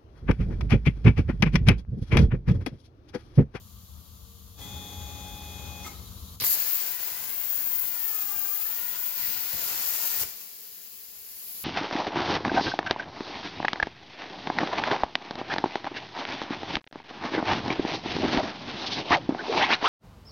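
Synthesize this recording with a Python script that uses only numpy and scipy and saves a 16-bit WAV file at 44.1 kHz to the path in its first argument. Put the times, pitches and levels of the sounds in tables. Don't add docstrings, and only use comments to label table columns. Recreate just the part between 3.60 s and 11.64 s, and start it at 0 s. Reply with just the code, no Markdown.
import sys
import numpy as np
from scipy import signal
from scipy.fft import rfft, irfft, next_fast_len
from scipy.io import wavfile
from scipy.ndimage import map_coordinates

SR = 44100
rng = np.random.default_rng(int(sys.argv[2]) if len(sys.argv) > 2 else 0)


def store_pcm(level_fs):
    pcm = np.round(np.clip(level_fs, -1, 1) * 32767).astype(np.int16)
    wavfile.write(sys.argv[1], SR, np.atleast_2d(pcm).T)


N = 354563
TIME = np.arange(N) / SR

# t/s, f/Hz
TUBE_RESONANCE = [(3.1, 565), (3.3, 490), (3.55, 500), (3.8, 556), (4.05, 545), (4.35, 478), (4.63, 405),
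                  (4.8, 392), (4.98, 410), (5.12, 466), (5.4, 492), (6.6, 470)]
RING_HZ = 480
DRIVE_S, VALVE_S, ARC_S, OFF_S = 0.975, 2.8005, 2.836, 6.632


def amp(db):
    return 10 ** (np.asarray(db) / 20)


def unit(x):
    return x / np.sqrt(np.mean(x ** 2) + 1e-20)


def along(points, hz):
    f, v = np.transpose(points)
    return np.interp(np.log(hz + 1), np.log(f + 1), v)


def curves(rows):
    s, *cols = np.transpose(rows)
    return [np.interp(TIME, s, c) for c in cols]


def ramp(start, length):
    return np.clip((TIME - start) / length, 0, 1)


def swell(centre, half_length):
    return np.exp(-((TIME - centre) / half_length) ** 2)


def gate(start, stop, rise, t60):
    return ramp(start, rise) * amp(-60 * np.maximum(TIME - stop, 0) / t60)


def wobble(rate):
    return map_coordinates(rng.standard_normal(int(N * rate / SR) + 4), [np.arange(N) * rate / SR])


def filtered(x, response):
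    m = next_fast_len(N + SR // 2)
    return irfft(rfft(x, m) * response(np.fft.rfftfreq(m, 1 / SR)), m)[..., :N]


def spread(pair, colour):
    # f/Hz, correlation (1 = same)
    likeness = [(60, .93), (130, 1), (280, 0.76), (700, 0.62), (1500, 0.19), (3000, 0.52), (6000, 0.093),
                (15000, 0.31)]

    def mid_side(hz):
        turn = np.arccos(np.clip(along(likeness, hz), -1, 1)) / 2
        return colour(hz) * np.array([np.cos(turn), np.sin(turn)])
    mid, side = filtered(pair, mid_side)
    return np.array([mid + side, mid - side])


def rush(spectrum, flutter_db=0, grain=1):
    flutter = amp(flutter_db * (wobble(45) + wobble(300)))
    pair = rng.standard_normal((2, N)) * grain * flutter

    def colour(hz):
        return amp(along(spectrum, hz)) * np.minimum(hz / spectrum[0][0], 1) ** 4
    return unit(spread(pair, colour))


def tone(hz, waver):
    wander = waver * np.array([wobble(7.14), wobble(3.9)])
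    return np.sqrt(2) * np.sin(2 * np.pi * hz * TIME + wander)


def shop():
    # f/Hz, relative level/dB per Hz
    rumble_colour = [(25, -32), (52, -4.5), (78, 1), (110, -8), (150, -19), (195, -11), (290, -27),
                     (400, -29.5), (800, -33.5), (1180, -27), (1550, -39.5), (2200, -63), (4000, -80)]
    # f/Hz, relative level/dB per Hz
    hiss_colour = [(1500, -17.5), (2400, -16), (2800, -11), (3250, -4), (4100, -3.5), (5600, -7),
                   (7100, -3), (8200, -17), (9800, -5), (12000, -3.5), (14300, -1.5), (15700, -7.5)]
    # f/Hz, level/dB, start t/s
    hum_lines = [(75.4, -60, -1), (187, -65.5, -1), (464, -69.5, 0.47), (1165, -74, -1)]
    park_s = 2.755
    driving = ramp(DRIVE_S, 0.028)
    rumble_db = -49.5 + 5.5 * driving + 0.86 * wobble(11)
    hiss_db = -53.5 + 5.5 * (driving - ramp(park_s, 0.008))
    hum = sum(amp(db + 1.0 * wobble(9.3)) * tone(hz, waver=1.17) * ramp(s, .05)
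              for hz, db, s in hum_lines)
    low = amp(rumble_db) * rush(rumble_colour, flutter_db=.5) + hum
    lingering = amp(-10) * gate(2.8, 2.57, .02, 2.0)
    creeping_back = amp(-35.5 + 9 * ramp(OFF_S, 1.48))
    sink = gate(-1, 2.762, .01, 0.19) + lingering + creeping_back
    return low * sink + amp(hiss_db) * rush(hiss_colour) * gate(-1, VALVE_S, .01, .2)


def gantry():
    # step-rate multiple (rounded for pitch), level/dB as travel begins, level/dB as it ends
    whine_lines = [(8, -54, -52), (20, -69, -73), (24, -61, -52), (31, -68, -63), (32, -52, -56.5),
                   (34, -48, -57), (36, -61, -60), (60, -58, -70), (61, -65, -64), (63.3, -55.5, -60),
                   (65.5, -72, -70), (68.8, -65, -75), (69, -66, -66), (109, -59, -66), (138, -67, -68),
                   (143, -69, -65)]
    # f/Hz, level/dB
    drone_lines = [(186.5, -57), (280, -61.5), (417, -65.5), (566, -66.5), (752, -63)]
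    # f/Hz, relative level/dB per Hz
    rolling_colour = [(71, -33), (120, -2.5), (627, -13.5), (835, -8.5), (906, -14), (2320, -20.5),
                      (2510, -16), (2730, -23.5), (3420, -16), (5350, -19.5), (6700, -16.5), (8390, -32),
                      (14000, -22), (15800, -19)]
    step_hz = 104.15
    way = np.clip((TIME - 1) / 1.34, 0, 1) ** 1.05
    whine = sum(amp(first + (last - first) * way + 1.2 * wobble(8.28))
                * tone(round(k) * step_hz, waver=0.013 * k) for k, first, last in whine_lines)
    drone = sum(amp(db + 1.6 * wobble(7.8)) * tone(hz, waver=.5) for hz, db in drone_lines)
    steps = 1 + 0.099 * np.cos(4 * np.pi * step_hz * TIME)
    rolling_db = -47 + 7 * swell(2.27, 0.024)
    rolling = amp(rolling_db) * rush(rolling_colour, flutter_db=1.0, grain=steps)
    return (whine + drone) * gate(0.95, 2.26, 0.13, .15) + rolling * gate(DRIVE_S, 2.33, 0.01, 0.68)


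def judder(t60, rattle):
    # t/s, level/dB, f/Hz, length before decay/s
    resonances = [(1.006, -55, 2010, 0.054), (1.013, -46, 3330, 0.032), (2.233, -46, 5760, 0.017),
                  (2.245, -44, 2117, 0.018), (2.263, -39, 1280, 0.016), (2.267, -47, 7250, 0.014),
                  (2.268, -46, 6100, 0.013), (2.277, -47, 2160, .015), (2.28, -52, 830, 0.0046)]
    out = np.zeros((2, N + SR))
    t = np.arange(SR // 4) / SR
    for s, db, hz, length in resonances:
        ring = np.sin(2 * np.pi * hz * t + rng.normal(0, 0.42, (2, 1)))
        ring += rattle * rng.standard_normal((2, len(t)))
        envelope = (1 - np.exp(-t / 0.00065)) * amp(db - 60 * np.maximum(t - length, 0) / t60)
        out[:, round(s * SR):][:, :len(t)] += envelope * ring
    return out[:, :N]


def lift(turns, rise_hz):
    start_s = 2.33
    turn = ((TIME - start_s) * turns) % 1
    hz = 3650 + rise_hz * turn + 110 * np.array([wobble(500), wobble(500)])
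    scrape = np.sin(2 * np.pi * np.cumsum(hz, axis=1) / SR) * np.exp(-((turn - .33) / .2) ** 2)
    return amp(-52.0) * scrape * gate(start_s, 2.72, .01, .05)


def air():
    # f/Hz, relative level/dB per Hz
    spurt_colour = [(120, 5), (1000, -11.5), (3400, -4.5), (4000, 4), (5200, 2), (6500, -11), (8600, -22),
                    (10000, -1), (13000, 2), (15500, -4.5)]
    # f/Hz, relative level/dB per Hz
    flow_colour = [(50, -37), (140, -33), (180, -14.5), (330, -22), (450, -12), (520, -21), (1300, -20.5),
                   (2600, -15.5), (3600, -15), (4700, -9.5), (6200, -12.5), (7100, -9), (8600, -19.5),
                   (12000, -6.5), (15600, -1.5)]
    # f/Hz, relative level/dB per Hz
    nozzle_colour = [(8500, -30), (10200, -11.5), (11400, -2.5), (12600, -12), (14500, -10.5)]
    away = ramp(7.51, 0.41)
    purge = np.exp(-np.maximum(TIME - OFF_S, 0) / 0.18)
    air_db = -39.5 + 8.5 * purge + 4 * away ** 2
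    nozzle_db = -49 + 10.5 * away
    flow = amp(air_db) * rush(flow_colour, flutter_db=0.5)
    cooling = flow + amp(nozzle_db) * rush(nozzle_colour)
    spurt = amp(-29) * rush(spurt_colour, flutter_db=3.5)
    return cooling * gate(OFF_S - .02, 9, 0.064, .1) + spurt * gate(VALVE_S, ARC_S, 0.0035, 0.14)


def pops():
    # t/s, level/dB, centre
    # f/Hz, width/octaves, t60/s
    bursts = [(2.8007, -22, 5000, 0.8, 0.0086), (2.8195, -27, 800, 3.4, 0.018), (2.839, -24, 700, 4, 0.03),
              (2.847, -30, 1500, 6, 0.0077), (5.93, -47.5, 500, 1.6, 0.84), (5.936, -45, 55, 1.4, 0.33),
              (6.599, -26.5, 10300, 1, .1), (6.612, -36, 60, 1.1, 0.14), (6.631, -32.5, 700, 1.7, 0.035)]
    out = np.zeros((2, N))
    length = SR // 2
    for s, db, hz, octaves, t60 in bursts:
        edge = 2 ** (octaves / 2)
        band = signal.butter(1, [hz / edge, min(hz * edge, SR * .45)], "band", fs=SR)
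        burst = unit(signal.lfilter(*band, rng.standard_normal((2, length))))
        out[:, round(s * SR):][:, :length] += burst * amp(db - 60 * np.arange(length) / SR / t60)
    return spread(out, np.ones_like)


def spatter(rate, size, life):
    hits = (rng.random(N) < rate / SR) * rng.exponential(size, N)
    return 1 + signal.lfilter([1], [1, -np.exp(-1 / (life * SR))], hits)


def hollow(width_hz, flutter_db):
    # multiple of the lowest, relative level/dB
    overtones = [(1, -10), (2, -2.5), (3, 1), (4, 2), (5, -5), (6, -3), (7, -5), (8, -7), (9, -9), (10, -7)]
    lowest_hz, = curves(TUBE_RESONANCE)
    ring_db = -50 - 15 * np.log2(lowest_hz / RING_HZ)
    phase = 2 * np.pi * np.cumsum(lowest_hz) / SR
    band = signal.butter(2, width_hz / 2, fs=SR, output="sos")
    ring = np.zeros((2, N))
    for k, db in overtones:
        a, b = signal.sosfilt(band, rng.standard_normal((2, 2, N)))
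        narrow = a * np.cos(round(k) * phase) + b * np.sin(round(k) * phase)
        ring += amp(db + flutter_db * wobble(25)) * narrow
    return amp(ring_db) * unit(spread(ring, np.ones_like))


def cutting():
    # t/s, level/dB
    bite = [(2.97, -40.5), (3.24, -41), (3.37, -46), (3.44, -43), (3.75, -45.5), (5.52, -44.5),
            (5.75, -42.5), (5.82, -43), (6.08, -39), (6.44, -38), (6.59, -39), (6.6, -36)]
    # t/s, rise/dB, half length/s
    flare_ups = [(3.145, 5, 0.036), (4.06, 1.5, .12), (5.066, 6, .09), (5.62, 2.5, 0.044), (6.458, 1, .08)]
    # t/s, level/dB
    sizzle_level = [(2.97, -27.5), (3.11, -23.5), (3.28, -29.5), (3.58, -32.5), (4.02, -25), (4.9, -28),
                    (5.45, -30.5), (5.65, -26.5), (5.85, -31), (6.35, -29.5), (6.6, -26)]
    # start t/s, level/dB, rise/s, fading/dB per s
    spark_sheets = [(2.86, -42.5, 0.068, 22), (5.48, -42, 0.14, 11)]
    # f/Hz, relative level/dB per Hz
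    roar_colour = [(35, -30), (60, -24), (294, -9.5), (422, -6), (651, -4.5), (952, -2), (1080, -4),
                   (1440, -1), (3620, -3), (4500, -4.5), (5850, -41), (9900, -120)]
    hiss_colour = [(2500, -12), (3800, -7.5), (4900, 0), (6000, -1), (7200, 2.5), (8200, -6.5),
                   (9500, -3.5), (10700, -1.5), (11900, -6.5), (14000, -27)]
    flare_colour = [(9500, -18), (11000, -8), (11900, 1), (13000, 1), (14200, 3), (15800, -5.5)]
    sizzle_colour = [(12500, -20), (13800, -14), (14500, -3.5), (15200, 6.5), (15700, -2), (16000, -8.5)]
    # f/Hz, relative level/dB per Hz
    spray_colour = [(1800, -6), (2600, -1), (3300, -10), (4000, 1), (5000, 1.5), (6500, -7), (9000, -38)]
    pilot_colour = [(3400, -25), (4000, -14), (4600, 3), (5600, -16), (7200, 3), (8500, -13), (10500, -2),
                    (12000, 11), (15800, -5)]
    draught_colour = [(35, -8), (70, 0), (150, -3), (300, -4), (600, -33)]

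    bite_db = curves(bite)[0] + 43
    free = gate(ARC_S, 2.952, 0.0076, .012)
    sunk = np.maximum(RING_HZ - curves(TUBE_RESONANCE)[0], 0)
    roar_db = -46 + 0.82 * bite_db - 5 * sunk / sunk.max()
    hiss_db = -41 + 1.09 * bite_db + 5 * free
    surge_db = sum(db * swell(s, half_length) for s, db, half_length in flare_ups)
    flare_db = -34.5 + bite_db + surge_db + 9.5 * free + .7 * wobble(16)
    sizzle_db = curves(sizzle_level)[0] + 1.1 * wobble(16)

    sparks = spatter(rate=70, size=.6, life=0.00053)
    ring = hollow(width_hz=90, flutter_db=2)
    roar = amp(roar_db) * rush(roar_colour, flutter_db=0.83, grain=sparks) + ring
    hiss = amp(hiss_db) * rush(hiss_colour, flutter_db=0.8, grain=sparks)
    sheets = sum(ramp(s, rise) * amp(db - fade * np.maximum(TIME - s - rise, 0))
                 for s, db, rise, fade in spark_sheets)
    spray = sheets * rush(spray_colour, grain=sparks)
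    flare = amp(flare_db) * rush(flare_colour, flutter_db=1.2)
    sizzle = amp(sizzle_db) * rush(sizzle_colour, flutter_db=.6)
    pilot = amp(-27.0) * rush(pilot_colour, flutter_db=0.0) * free
    draught = amp(-59 + 2.1 * wobble(7.3)) * rush(draught_colour) * amp([[0], [-16]])
    jet = roar + hiss + spray + flare + sizzle + draught
    return jet * gate(ARC_S - .01, OFF_S, 0.011, 0.066) + pilot


def whistle():
    start_s, from_hz, to_hz, climb_s = 3.28, 10450, 12360, 2.05
    age = np.maximum(TIME - start_s, 0)
    hz = to_hz + (from_hz - to_hz) * np.exp(-age / climb_s)
    breathy_hz = hz + 55 * np.array([wobble(400), wobble(400)])
    phase = 2 * np.pi * np.cumsum(breathy_hz, axis=1) / SR
    level_db = -47 - 2 * age + 2.5 * wobble(11)
    return amp(level_db) * np.sin(phase) * gate(start_s, OFF_S, 0.054, .05)


def reflect(x):
    # delay left/s, delay right/s, gain
    echoes = [(.0021, 0.0017, -0.012), (.0037, 0.0031, -0.11), (.0059, .0063, 0.076), (.0093, .0088, .16),
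              (0.0153, .0149, -0.061)]
    out = x.copy()
    for left, right, gain in echoes:
        for side, delay in enumerate((left, right)):
            out[side] += gain * np.pad(x[side], (round(delay * SR), 0))[:N]
    return out


def workshop(x):
    # f/Hz, t60/s
    decay = [(200, 0.44), (2000, 0.63), (6000, 0.51), (15000, 0.27)]
    hz, t, z = signal.stft(rng.standard_normal((2, SR // 2)), SR, nperseg=256)
    dying = amp(-60 * t / along(decay, hz)[:, None])
    tail = signal.istft(z * dying, SR, nperseg=256)[1]
    late = np.pad(x, ((0, 0), (round(.007 * SR), 0)))
    return signal.fftconvolve(late, tail / np.linalg.norm(tail[0]), axes=1)[:, :N]


def scene():
    torch = amp(-1.25) * reflect(cutting() + air() + pops())
    frame = judder(t60=0.035, rattle=0.52) + lift(turns=9.3, rise_hz=850)
    room = amp(-8.5) * workshop(torch + frame)
    return shop() + gantry() + frame + whistle() + torch + room


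def record(dry):
    # f/Hz, left minus right level/dB
    port_balance = [(100, 5.5), (2500, 2.5), (3700, 4.5), (4500, -0.5), (6000, -2), (6800, 24.5),
                    (7700, 8.5), (8600, 18), (9600, 1), (11500, -3), (13000, 4.5), (14200, 9), (15400, 54)]
    # f/Hz, lead of the left/radians
    port_phase = [(0, 0), (1810, 0.5), (2330, -1.3), (2760, 0.87), (3100, 0.84), (3790, 1.63), (4310, 0.1),
                  (6200, 4), (6980, 6), (7920, 7), (11100, 10), (13600, 13), (15200, 14), (16500, 18.3)]
    top_hz = 15820

    def ports(hz):
        ratio = amp(along(port_balance, hz))
        lead = np.exp(1j * along(port_phase, hz))
        even_power = np.sqrt(2 / (1 + ratio ** 2))
        return np.array([ratio * lead, np.ones_like(hz)]) * even_power * (hz < top_hz)
    return filtered(dry, ports)


dry = scene()
out = record(dry)
store_pcm(out)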